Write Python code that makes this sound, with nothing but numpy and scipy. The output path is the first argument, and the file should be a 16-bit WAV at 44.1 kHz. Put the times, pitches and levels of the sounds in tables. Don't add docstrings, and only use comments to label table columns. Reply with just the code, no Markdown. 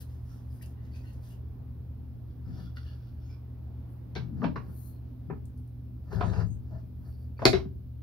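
import sys
import numpy as np
from scipy import signal
from scipy.fft import rfft, irfft
from scipy.io import wavfile
from scipy.ndimage import uniform_filter1d

SR = 44100
rng = np.random.default_rng(int(sys.argv[2]) if len(sys.argv) > 2 else 0)


def materialize(psi):
    bounded = np.clip(np.atleast_2d(psi).T, -1, 1)
    quanta = np.round(bounded * 32767).astype(np.int16)
    wavfile.write(sys.argv[1], SR, quanta)


def natural_amplitude(level_db):
    exponent = np.asarray(level_db, float) / 20
    return 10 ** exponent


N = 353682

# frequency in Hz, density in dB per Hz.
AIR_SPECTRUM = [(45, -8), (65, -3), (95, -11), (150, -13), (250, -13), (310, -20), (500, -32.5), (900, -35),
                (2000, -47), (5200, -53.5), (6800, -63), (8200, -66), (10000, -56.5), (14000, -49.5)]
AIR_DB = -48.5
# frequency in Hz, likeness from 0 to 1.
AIR_LIKENESS = [(60, 0.96), (180, 0.71), (550, 0.24), (1650, 0.025), (4970, 0.01), (15000, 0.18)]
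# frequency in Hz, balance in dB.
AIR_BALANCE = [(60, -9.5), (180, 3.5), (550, -9.5), (1650, 0), (4970, -3.5), (15000, 0.5)]
# time in seconds, level in dB.
AIR_DRIFT = [(0, 3), (1.299, 3), (2, 0.5), (3.302, 0.5), (3.9, 4), (5, 1), (5.6, -2.5), (7.002, -3),
             (8.02, -5.5)]
# frequency in Hz, level in dB, waver in Hz, loose share from 0 to 1, #
# left-right balance in dB, left lead in radians.
HUM_TONES = [
    (119.5, -44.5, 14, 0.22, -1, 0.087),
    (76.2, -44, 4.7, 0.43, 1.5, 0.13),
    (251.6, -60, 2.5, 0.7, 5, 0.11),
    (63.3, -50.5, 3.8, 0.93, 0.5, 0.11),
]

# time in seconds, hold in seconds, edge in seconds, swish in dB, sheen in dB.
CLOTH_MOVES = [(-0.011, 0.039, 0.013, -53, -57), (0.094, 0.045, .15, -64.5, -77),
               (0.315, 0.031, 0.24, -63, -72.5), (0.531, 0.031, 0.12, -66.5, -69.5),
               (0.625, .002, 0.018, -48.5, -54), (0.656, 0.057, 0.039, -67, -75),
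               (0.854, 0.0046, 0.089, -64, -91), (0.962, 0.0037, 0.081, -54.5, -70),
               (1.049, 0.087, 0.14, -63.5, -76), (1.238, 0.089, 0.055, -59.5, -68)]
# centre in Hz, width in Hz, level in dB.
CLOTH_SWISH = [(1930, 290, 4), (2800, 940, 4), (3700, 1400, 2.5), (4780, 850, -1), (6000, 710, -5)]
CLOTH_SHEEN = [(9400, 2300, -1.4), (12550, 3900, 0.047), (13300, 4300, -0.76)]
# start in seconds,
# length in seconds, level in dB, frequency in Hz, second frequency in Hz.
SCUFFS = [(0.286, 0.098, -73, 1360, 5400), (0.622, 0.02, -56.5, 2730, 4900),
          (0.61, 0.022, -58.5, 1880, 2300), (0.77, 0.16, -71.5, 1940, 2850), (.92, 0.096, -74, 4570, 4600),
          (0.936, 0.073, -64, 2500, 1950), (1.035, 0.077, -65, 1900, 1500), (1.05, .08, -67.5, 2790, 4300),
          (1.227, 0.045, -78, 4350, 5000), (1.295, 0.057, -67, 2850, 7300), (.002, 0.042, -73, 4150, 2460),
          (0.256, 0.15, -79, 5570, 6850), (0.498, .11, -80.5, 4950, 5400), (2.51, .12, -81, 5230, 4530),
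          (3.22, 0.068, -79, 5400, 4200), (3.25, .07, -79, 6500, 3350), (6.335, 0.075, -63, 2705, 2480),
          (2.825, 0.13, -67.5, 1700, 2850), (3.284, 0.068, -65, 2320, 5170), (6.341, .1, -58, 1290, 4900),
          (7.049, 0.2, -80, 4600, 5420), (4.77, 0.15, -77, 6670, 5400), (2.448, .07, -73, 1380, 5130),
          (2.539, .06, -70.5, 1430, 5400), (2.655, 0.06, -67.5, 1400, 3400),
          (2.85, 0.088, -64.5, 2850, 4440), (6.255, 0.063, -63.5, 3830, 2570),
          (6.335, 0.085, -70, 4850, 3900),
          (6.705, 0.092, -57, 632, 860), (8.3, 0.065, -70.5, 1700, 1110), (7.363, .045, -66.5, 2400, 4500),
          (4.76, 0.21, -79, 4250, 4900), (8.5, 0.098, -78, 5240, 4100)]
# start in seconds, level in
# dB, centre in Hz, left-right in dB.
TICKS = [(0.622, -36.5, 13500, 8), (0.66, -36.5, 6540, 9), (1.134, -46, 10800, 5), (5.4548, -48, 7400, 21),
         (5.5756, -47, 11500, -18), (5.676, -46, 11800, -3), (7.453, -2.5, 5620, -6)]
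# top in seconds, rise in seconds, hold in seconds, level in dB.
SLIDES = [(2.303, 0.07, .005, -64), (2.561, 0.15, 0.1, -51.5), (2.763, 0.016, .003, -45.5),
          (2.793, 0.018, 0.16, -54), (3.031, 0.062, 0.059, -58.5), (3.216, 0.1, 0.04, -60.5),
          (3.307, 0.046, 0.0064, -53.5)]
# centre in Hz, width in Hz, level in dB.
HOLLOW = [(1430, 160, 6), (1700, 120, -12), (2320, 380, 0), (2850, 190, 0.5), (3400, 140, 1),
          (4640, 670, 3), (5400, 56, -9.5), (10500, 2500, -9.5)]
# top in seconds, rise in seconds, hold in seconds, level in dB.
PALM_GLIDES = [(4.774, 0.16, 0.11, -61), (3.9, .04, .03, -75), (4.16, .01, 0.0092, -76),
               (6.13, .04, 0.022, -70), (6.203, 0.12, 0.21, -83), (7.103, 0.2, .005, -71.5),
               (7.22, 0.12, 0.0035, -75)]
# centre in Hz, width in Hz, level in dB.
SKIN = [(4690, 1100, -9), (6850, 610, -1), (9960, 1000, -0.5), (11500, 1500, -3.5), (13050, 2600, 8),
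        (14840, 3000, 7.5)]
# frequency in Hz, gain in dB.
FRICTION_TREBLE = [(10000, -1), (12000, 5), (15000, 9)]

# frequency in Hz, level in dB, t60 in seconds.
BENCH = [(50.55, -3, .3), (78.7, -3.5, 0.25), (101.3, -5, .2), (136.3, -1.5, 0.19), (161.7, 0.5, 0.058),
         (212.2, -8, 0.1), (255.3, -2, 0.12), (281, -5, 0.17), (400, 15.5, 0.069), (477, -6.5, 0.17)]
HANDLE = [(520, -2, .09), (650, 0, .1), (731, -2, .08), (865, -1, .09), (960, -2, .07), (1077, -2, .07),
          (1210, -1, .07), (1430, 0, .07), (1663, -1, .06), (1900, -1, .06), (2137, -1, .06),
          (2400, -2, .05), (2700, -1, .05)]
KNOB = [(2950, -4, .03), (3300, -3, .03), (3570, -2, .03), (3844, -1, .035), (4100, -2, .03),
        (4330, 0, .03), (4619, 1, .03), (5087, 0, .03), (5500, -5, .03), (5900, -8, .025),
        (6400, -12, .025), (9500, -20, .01)]
# top in seconds, rise in seconds, hold in seconds, level in dB.
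GRINDS = [(2.497, 0.093, .005, -54.5), (2.576, 0.18, 0.025, -53), (4.408, 0.098, 0.0068, -49.5),
          (4.615, 0.028, 0.12, -56.5), (5.041, 0.055, 0.046, -69.5), (6.079, 0.052, 0.027, -55),
          (6.122, 0.028, 0.15, -37.5), (6.246, 0.04, 0.095, -39.5), (6.387, .1, 0.018, -32),
          (6.732, 0.13, 0.066, -55), (7.045, 0.075, 0.05, -58), (7.195, 0.065, 0.088, -69.5),
          (7.373, 0.018, 0.005, -63.5), (7.397, 0.01, .012, -42.5), (7.423, .012, 0.021, -39)]
# top in seconds, hold in seconds, fall in seconds,
# rumble in dB, place on the bench in Hz.
SCREW_PULLS = [(2.493, 0.0024, 0.088, -35.5, 139), (2.56, 0.086, 0.14, -44.5, 157),
               (4.18, 0.017, 0.41, -35, 142), (4.33, 0.12, 0.091, -38, 179),
               (4.448, 0.0053, 0.069, -24, 247), (4.48, 0.022, 0.051, -35.5, 200),
               (4.597, 0.004, 0.03, -35, 176), (4.692, 0.0082, 0.1, -44.5, 195),
               (5.051, 0.076, 0.1, -52.5, 280), (5.327, 0.0033, 0.058, -33, 166),
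               (6.157, 0.022, 0.23, -28.5, 93), (6.259, 0.044, 0.088, -27.5, 88.6),
               (6.359, 0.075, 0.17, -28.5, 86.6), (6.714, 0.044, 0.21, -44, 102),
               (7.0, 0.065, 0.057, -46, 125), (7.44, 0.01, 0.027, -43, 120)]
# frequency in Hz, level in dB.
SQUEAL_TONES = [(6525, 6), (8441, 0), (12737, -24)]
# top in seconds, hold in seconds, level in dB.
SQUEAL_CRIES = [(6.227, 0.13, -76.5), (6.494, 0.034, -75.5)]
# start in seconds, frequency in Hz, level in dB, t60 in seconds.
PINGS = [(4.152, 3450, -45, .05), (4.158, 1576, -40, 0.071), (4.158, 2255, -38, .05),
         (4.158, 377, -49, 0.06), (4.417, 1197, -38, 0.049), (4.442, 868, -32, 0.045),
         (4.455, 259.4, -34.5, .15), (4.558, 1120, -32.5, 0.032), (4.557, 4170, -58, 0.043),
         (5.302, 418, -43, 0.064), (5.302, 1263, -54, 0.076), (6.127, 1665, -43, .05),
         (6.208, 702, -35, 0.12), (6.208, 2500, -46, 0.057), (6.208, 3520, -48, .04),
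         (6.228, 727, -36, 0.041), (6.408, 2800, -54, 0.026), (7.453, 3980, -16.5, 0.022),
         (7.47, 3700, -31, 0.06), (7.422, 1890, -48.5, .05), (6.213, 1286, -37.5, .06),
         (6.402, 4650, -56, .04), (7.453, 4640, -9, 0.0092), (7.531, 3920, -31.5, 0.032),
         (2.767, 3530, -52.5, 0.02)]
# start in seconds, level in dB.
TAP = (2.769, -36.5)
# frequency in Hz, level in dB, t60 in seconds.
BLOCK = [(1290, -7, 0.042), (1434, 2, 0.079), (1940, -1.5, 0.057), (2890, 0, 0.018), (4300, -8, 0.034)]
# start in seconds, level in dB, centre in Hz, rattle in milliseconds.
CRACKS = [(4.151, -41, 3840, 3.8), (4.161, -37.5, 4070, 9.3), (4.432, -54, 5000, 4.3),
          (4.44, -51.5, 3900, 11), (4.557, -52, 4000, 16), (6.126, -53, 4540, 12), (6.157, -50, 4600, 3.4),
          (6.207, -48, 3400, 8.3), (6.231, -57, 3400, 5), (6.252, -57, 4030, 3.4), (6.298, -53, 3000, 4.5),
          (6.333, -50, 3800, 3.3), (6.411, -63, 4600, 5), (7.391, -56, 4500, 10.6), (7.417, -50, 3570, 11),
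          (7.437, -52.5, 4370, 4.4)]
# start in seconds, thud in dB, knock in dB, knock centre in Hz,
# dullness in dB per octave squared.
KNOCKS = [(4.152, -44, -36, 1960, 3), (4.161, -38.5, -34, 1460, -4), (4.416, -42, -36, 900, 7),
          (4.428, -32, -26, 700, 12), (4.44, -34, -22.5, 830, 3), (4.557, -42, -29.5, 1090, 4.5),
          (5.299, -34.5, -36, 995, 8.5), (5.325, -44, -46, 900, 10), (6.126, -37.5, -45, 1450, -5),
          (6.207, -32.5, -22.5, 900, 7), (6.228, -57, -30, 750, 7), (6.333, -48, -34, 1290, 9),
          (6.408, -47, -39, 1400, 14), (7.391, -49, -35, 691, 2.5), (7.418, -37.5, -27.5, 700.5, 7.5),
          (7.652, -37, -56, 608, -1)]
# start in seconds, level in dB, top in Hz, t60 in seconds.
SHUDDERS = [(4.152, -47, 6000, 0.26), (4.438, -43.5, 3070, 0.18), (4.44, -50.5, 5500, 0.27),
            (4.557, -47, 2900, 0.22), (5.299, -52.5, 2560, 0.21), (6.207, -42, 3760, 0.21),
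            (7.454, -19, 6010, 0.095), (7.531, -35, 5840, 0.22)]
# start in seconds, wood in dB, dullness in dB per octave squared,
# crack in dB.
DROPS = [
    (7.4542, -6, -0.86, -2),
    (7.531, -19, -2, -28),
]
# frequency in Hz, level in dB, t60 in seconds.
STOP = [(51.6, -21.5, 0.14), (127, -13.5, 0.2), (255.3, -12, 0.19), (379, 1, 0.083), (517, -11.5, 0.076),
        (647.5, -5, 0.22), (732, -16.5, 0.16), (918, -16.5, 0.076), (960, -14.5, 0.077), (1044, -18, 0.071),
        (1460, -9.5, 0.043), (1620, -9.5, 0.033), (2000, -29, 0.13), (2130, 1, 0.032), (2500, -26, 0.04)]
# frequency in Hz, level in dB, t60 in seconds,
# free time in seconds.
BOUNCE_RING = [(379.7, -21, 0.45, 0.04), (186, -31.5, 0.17, 0.046), (300, -37.5, 0.12, .03),
               (77, -35, 0.24, 0.099), (2130, -28, 0.15, 0.048), (697, -31.5, 0.15, 0.05)]

# frequency in Hz, t60 in seconds.
ROOM_T60 = [(100, 0.66), (350, 0.34), (1400, 0.15), (3000, 0.18), (6000, 0.2), (12000, 0.22)]
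# frequency in Hz, gain in dB.
MIC = [(30, 4.5), (100, 8.5), (2000, -1.5), (2850, -0.5), (3700, 2), (5000, 2), (6400, 1.5), (7400, -2.5),
       (8600, 0), (10000, 6), (16000, -16)]
# frequency in Hz, balance in dB.
PORTS = [(60, 15.5), (150, -5), (380, 5), (950, -7), (2380, -3), (5980, -5.5), (15000, 14.5)]
AIR_EDGE_HZ = 15780


def evened(x):
    return x / np.sqrt(np.mean(x ** 2) + 1e-20)


def read(points, hz):
    f, value = np.transpose(points)
    return np.interp(np.log(hz + 1), np.log(f + 1), value)


def lean(pan_db):
    return natural_amplitude(np.array([[pan_db / 2], [-pan_db / 2]]))


def add(mix, start_s, sound, pan_db):
    part = mix[:, round(start_s * SR):][:, :len(sound)]
    part += sound[:part.shape[1]] * lean(pan_db)


def resonate(x, hz, width_hz):
    return signal.lfilter(*signal.iirpeak(hz, hz / width_hz, SR), x)


def wander(hz):
    noise = rng.standard_normal(N // 40)
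    return evened(signal.lfilter([1], [1, -np.exp(-2 * np.pi * hz / 1000)], noise))


def stroke(top_s, rise_s, hold_s, fall_s, db):
    times = np.array([top_s - rise_s, top_s, top_s + hold_s, top_s + hold_s + fall_s])
    return np.maximum(times, 0), db - 25 * np.array([1, 0, 0, 1])


def rub(s, db, colour, per_s, spread_db):
    t = np.arange(s[0], s[-1], 1 / SR)[:SR // 2]
    force = rng.standard_normal(len(t))
    chance = rng.random(len(t)) * SR / per_s
    rarity = np.clip(-np.log(chance + 1e-12), 0, 4)
    slips = force * (chance < 1) * natural_amplitude(spread_db * rarity)
    tone = 0
    for hz, width, gain_db in colour:
        twice = resonate(resonate(slips, hz, 2 * width), hz, 2 * width)
        tone = tone + natural_amplitude(gain_db) * twice / np.sqrt(width)
    return natural_amplitude(np.interp(t, s, db)) * evened(tone) * signal.windows.tukey(len(t), 0.04)


def near_to(modes, centre_hz, octave_db):
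    return [(f, g - octave_db * np.log2(f / centre_hz) ** 2, t60) for f, g, t60 in modes]


def crowd(modes, spread, weaker_db, count=3):
    scatter = rng.uniform(-0.99, 1, (len(modes), count))
    neighbours = [(f * (1 + spread * u), g - weaker_db, 0.5 * t60)
                  for (f, g, t60), row in zip(modes, scatter) for u in row]
    return modes + neighbours


def ring(modes, detune, damping=0.89, soft=0.19):
    hz, db, t60 = np.transpose(modes)
    t = np.arange(min(SR // 6, int(2 * SR * t60.max() / damping)))[:, None] / SR
    hz = hz * (1 + detune * rng.uniform(-0.87, 1, len(hz)))
    decay = natural_amplitude(db - 60 * damping * t / t60)
    tones = decay * np.sin(2 * np.pi * hz * t) * rng.choice([-1, 1], len(hz))
    sound = (tones * (1 - np.exp(-t * hz / soft))).sum(1)
    sound = sound * np.hanning(2 * len(t))[len(t):]
    return sound / abs(sound).max()


def chatter(sound, ms):
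    t_ms = np.arange(2048) / SR * 1000
    shape = np.exp(-t_ms / ms) * (1 - np.exp(-9 * t_ms / ms))
    rattle = rng.standard_normal(len(t_ms))
    for _ in range(4):
        power = abs(uniform_filter1d(rattle ** 2, size=64))
        spectrum = rfft(shape * rattle / np.sqrt(power + 1e-30))
        rattle = irfft(spectrum / abs(spectrum))
    sound = signal.oaconvolve(sound, rattle * (t_ms < 8 * ms))
    return sound / abs(sound).max()


def air():
    frames, hz = N // 512 + 5, np.fft.rfftfreq(2048, 1 / SR)
    a, b, c, d, patches = rng.standard_normal((frames, 1025, 5)).T
    patches = evened(uniform_filter1d(uniform_filter1d(patches, 20, 0), 10, 1))
    same = read(AIR_LIKENESS, hz)[:, None]
    left = a + 1j * b
    right = same * left + np.sqrt(1 - same ** 2) * (c + 1j * d)
    s, drift_db = np.transpose(AIR_DRIFT)
    drift_db = np.interp(np.arange(frames) * 512 / SR, s, drift_db - drift_db.mean())
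    middle = np.exp(-(np.log2(hz / 1000 + 1e-9) / 1.6) ** 2)[:, None]
    level_db = read(AIR_SPECTRUM, hz)[:, None] + 0.79 * patches + middle * drift_db
    z = np.array([left, right]) * natural_amplitude(level_db) * (hz < AIR_EDGE_HZ)[:, None]
    z *= natural_amplitude(np.array([0.5, -0.5])[:, None, None] * read(AIR_BALANCE, hz)[:, None])
    return natural_amplitude(AIR_DB) * evened(signal.istft(z, nperseg=2048, noverlap=1536)[1][:, :N])


def hum():
    out, t, wander_s = np.zeros((2, N)), np.arange(N) / SR, np.arange(N // 40) / 1000
    for hz, db, waver_hz, loose, pan_db, lead_rad in HUM_TONES:
        swell = np.interp(t, wander_s, wander(waver_hz) + 1j * wander(waver_hz)) / np.sqrt(2)
        swing = (1 - loose) + loose * swell
        tone = swing * np.exp(2j * np.pi * hz * t) * np.exp(1j * np.array([[lead_rad], [0]]))
        out += natural_amplitude(db) * evened(tone.real) * lean(pan_db)
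    return out


def cloth():
    out = np.zeros((2, N))
    for top_s, hold_s, edge_s, swish_db, sheen_db in CLOTH_MOVES:
        s, db = stroke(top_s, edge_s, hold_s, edge_s, 0)
        add(out, s[0], rub(s, db + swish_db - 9, CLOTH_SWISH, 3800, 0.9), 0.2)
        add(out, s[0], rub(s, db + sheen_db - 5, CLOTH_SHEEN, 4600, 1.2), 0.2)
    return out


def scuffs():
    out = np.zeros((2, N))
    for start_s, length_s, db, hz, second_hz in SCUFFS:
        s = [start_s, start_s + length_s / 3, start_s + length_s]
        colour = [(hz, 0.05 * hz, 0), (second_hz, 0.018 * second_hz, -9)]
        add(out, start_s, rub(s, [db - 0.5, db, db - 4.5], colour, 3000, 4.9), 0.4)
    return out


def ticks():
    out, t = np.zeros((2, N)), np.arange(800) / SR
    for start_s, db, hz, pan_db in TICKS:
        snap = rng.standard_normal(len(t)) * natural_amplitude(-60 * t / 0.02)
        snap = np.diff(snap, prepend=0) * 0.35 + resonate(snap, hz, 2500)
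        add(out, start_s, natural_amplitude(db - 12) * snap / abs(snap).max(), pan_db)
    return out


def block_slide():
    out = np.zeros((2, N))
    for top_s, rise_s, hold_s, db in SLIDES:
        s, db = stroke(top_s, rise_s, hold_s, 0.12, db)
        add(out, s[0], rub(s, db - 13, HOLLOW, 3300, 3.7), 1.5)
    return out


def thread_grind():
    out = np.zeros((2, N))
    wood = near_to([(392, -0.25, 0)] + BENCH[9:] + HANDLE[:9], 700, 0.69)
    grind_colour = [(f, 0.06 * f, g) for f, g, _ in wood]
    grit_colour = [(f, 320, g) for f, g, _ in HANDLE[9:] + KNOB[:11]]
    for top_s, rise_s, hold_s, db in GRINDS:
        s, db = stroke(top_s, rise_s, hold_s, 0.058, db)
        grit_db = -59.5 + 0.73 * (db + 36)
        add(out, s[0], rub(s, db - 9.5, grind_colour, 3200, 3.6), 2.5)
        add(out, s[0], rub(s, grit_db - 4, grit_colour, 2000, 2.45), 2.5)
    return out


def screw_rumble():
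    out = np.zeros((2, N))
    for top_s, hold_s, fall_s, db, centre_hz in SCREW_PULLS:
        s, db = stroke(top_s, 0.08, hold_s, fall_s, db)
        colour = [(f, 14, g) for f, g, _ in near_to(BENCH[:8], centre_hz, 10.4)]
        add(out, s[0], rub(s, db - 10, colour, 600, 2.8), 5)
    return out


def pings():
    out = np.zeros((2, N))
    for start_s, hz, db, t60_s in PINGS:
        add(out, start_s, natural_amplitude(db) * chatter(ring([(hz, 0, t60_s)], 0, 1, 3.8), 0.89), 1.5)
    return out


def block_tap():
    out = np.zeros((2, N))
    start_s, db = TAP
    add(out, start_s, natural_amplitude(db) * chatter(ring(BLOCK, 0.002, 2, 0.92), 1.8), 0.3)
    return out


def palm():
    out = np.zeros((2, N))
    for top_s, rise_s, hold_s, db in PALM_GLIDES:
        s, db = stroke(top_s, rise_s, hold_s, 0.11, db)
        add(out, s[0], rub(s, db - 5, SKIN, 15000, 0.63), 3)
    return out


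def knob_cracks():
    out = np.zeros((2, N))
    for start_s, db, hz, rattle_ms in CRACKS:
        modes = crowd(near_to(KNOB, hz, 9), 0.021, 2.6, count=5)
        add(out, start_s, natural_amplitude(db) * chatter(ring(modes, 0.073, 2.2, 0.19), rattle_ms), 2.5)
    return out


def knocks():
    out = np.zeros((2, N))
    for start_s, thud_db, knock_db, knock_hz, dull_db in KNOCKS:
        thud_hz = min(0.3 * knock_hz, 390)
        thud = ring(near_to(BENCH, thud_hz, 29), 0.0071, 1.5, 0.28)
        add(out, start_s, natural_amplitude(thud_db) * chatter(thud, 5.9), 2.5)
        modes = crowd(near_to(HANDLE, knock_hz, dull_db), 0.12, 2.4, count=5)
        add(out, start_s, natural_amplitude(knock_db) * chatter(ring(modes, 0.028, 2.6, 0.5), 6.5), 1.5)
    return out


def bench_shudder():
    out, t = np.zeros((2, N)), np.arange(SR // 4) / SR
    for start_s, db, top_hz, t60_s in SHUDDERS:
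        both, apart = rng.standard_normal((2, len(t)))
        band = np.vstack([signal.butter(14, top_hz, fs=SR, output="sos"),
                          signal.butter(1, 900, fs=SR, output="sos"),
                          signal.butter(2, 350, "high", fs=SR, output="sos")])
        shape = natural_amplitude(db - 60 * t / t60_s) * (1 - np.exp(-t / 0.0038))
        add(out, start_s, shape * evened(signal.sosfilt(band, both)), 1.5)
        add(out, start_s, 0.38 * shape * evened(signal.sosfilt(band, apart)), -14)
    return out


def thread_squeal():
    out = np.zeros((2, N))
    for top_s, hold_s, db in SQUEAL_CRIES:
        s, db = stroke(top_s, 0.06, hold_s, 0.06, db)
        add(out, s[0], rub(s, db + 6, [(f, 55, g) for f, g in SQUEAL_TONES], 500, 3.1), 2.5)
    return out


def handle_drop():
    out = np.zeros((2, N))
    for start_s, wood_db, dull_db, crack_db in DROPS:
        wood = crowd(near_to(STOP, 466, dull_db), 0.19, 10.5 + 1.9 * dull_db, count=6)
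        add(out, start_s, natural_amplitude(wood_db) * ring(wood, 0.0019154), 0.3)
        hard = crowd(HANDLE[11:] + KNOB, 0.035, 1.6, count=6)
        add(out, start_s, natural_amplitude(crack_db) * chatter(ring(hard, 0.02, 4.5), 0.46), 0.3)
    return out


def bounce_ring():
    out = np.zeros((2, N))
    for hz, db, t60_s, free_s in BOUNCE_RING:
        t = np.arange(0, free_s, 1 / SR)
        edges = (1 - np.exp(-t / 0.0037)) * np.minimum((free_s - t) / 0.018, 1)
        add(out, DROPS[1][0], natural_amplitude(db - 60 * t / t60_s) * np.sin(2 * np.pi * hz * t) * edges, 0.3)
    return out


def friction_treble(x):
    hz = np.linspace(0, SR / 2, 129)
    gain = natural_amplitude(read(FRICTION_TREBLE, hz)) * (hz < AIR_EDGE_HZ)
    return signal.oaconvolve(x, signal.firwin2(255, hz, gain, fs=SR)[None], "same", axes=1)


def room(x):
    taps, slots = np.zeros((2, SR // 2)), np.arange(140, 22000, 20)
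    at = slots + rng.integers(0, 20, (2, len(slots)))
    np.put_along_axis(taps, at, rng.choice([-1., 1.], at.shape), 1)
    hz, t, z = signal.stft(taps, SR, nperseg=256)
    hz = hz[:, None]
    bass_db = -6 * np.exp(-(hz / 627) ** 2)
    tail = signal.istft(z * natural_amplitude(-60 * t / read(ROOM_T60, hz) + bass_db), SR, nperseg=256)[1]
    return signal.fftconvolve(x, tail / np.linalg.norm(tail[0]), axes=1)[:, :N]


def microphone(x):
    hz = np.linspace(0, SR / 2, 257)
    side = np.array([[1], [-1]])
    gains = natural_amplitude(2 * read(MIC, hz) + 1.32 * side * read(PORTS, hz))
    colour = np.array([signal.minimum_phase(signal.firwin2(511, hz, g, fs=SR)) for g in gains])
    return signal.oaconvolve(x, colour, axes=1)[:, :N]


def scene():
    near = friction_treble(cloth() + block_slide() + palm())
    near += scuffs() + ticks() + thread_grind() + screw_rumble() + thread_squeal()
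    near += pings() + block_tap() + knob_cracks() + knocks() + handle_drop() + bounce_ring()
    right = 0.46 * np.roll(near[1], 8) + 0.33 * near[1]
    direct = np.array([near[0], right])
    return microphone(direct + bench_shudder() + natural_amplitude(-4) * room(near)) + air() + hum()


def roll_off(x):
    return signal.sosfilt(signal.butter(12, 16900, fs=SR, output="sos"), x)


def record(dry):
    ceiling = 1.05
    mix = ceiling * np.tanh(dry / ceiling) * np.minimum(np.arange(N) / 400, 1)
    mix = signal.oaconvolve(mix, signal.firwin(255, 16500, fs=SR)[None], "same", axes=1)
    mix = signal.sosfilt(signal.butter(4, 44, "high", fs=SR, output="sos"), mix)
    return roll_off(mix)


dry = scene()
out = record(dry)
materialize(out)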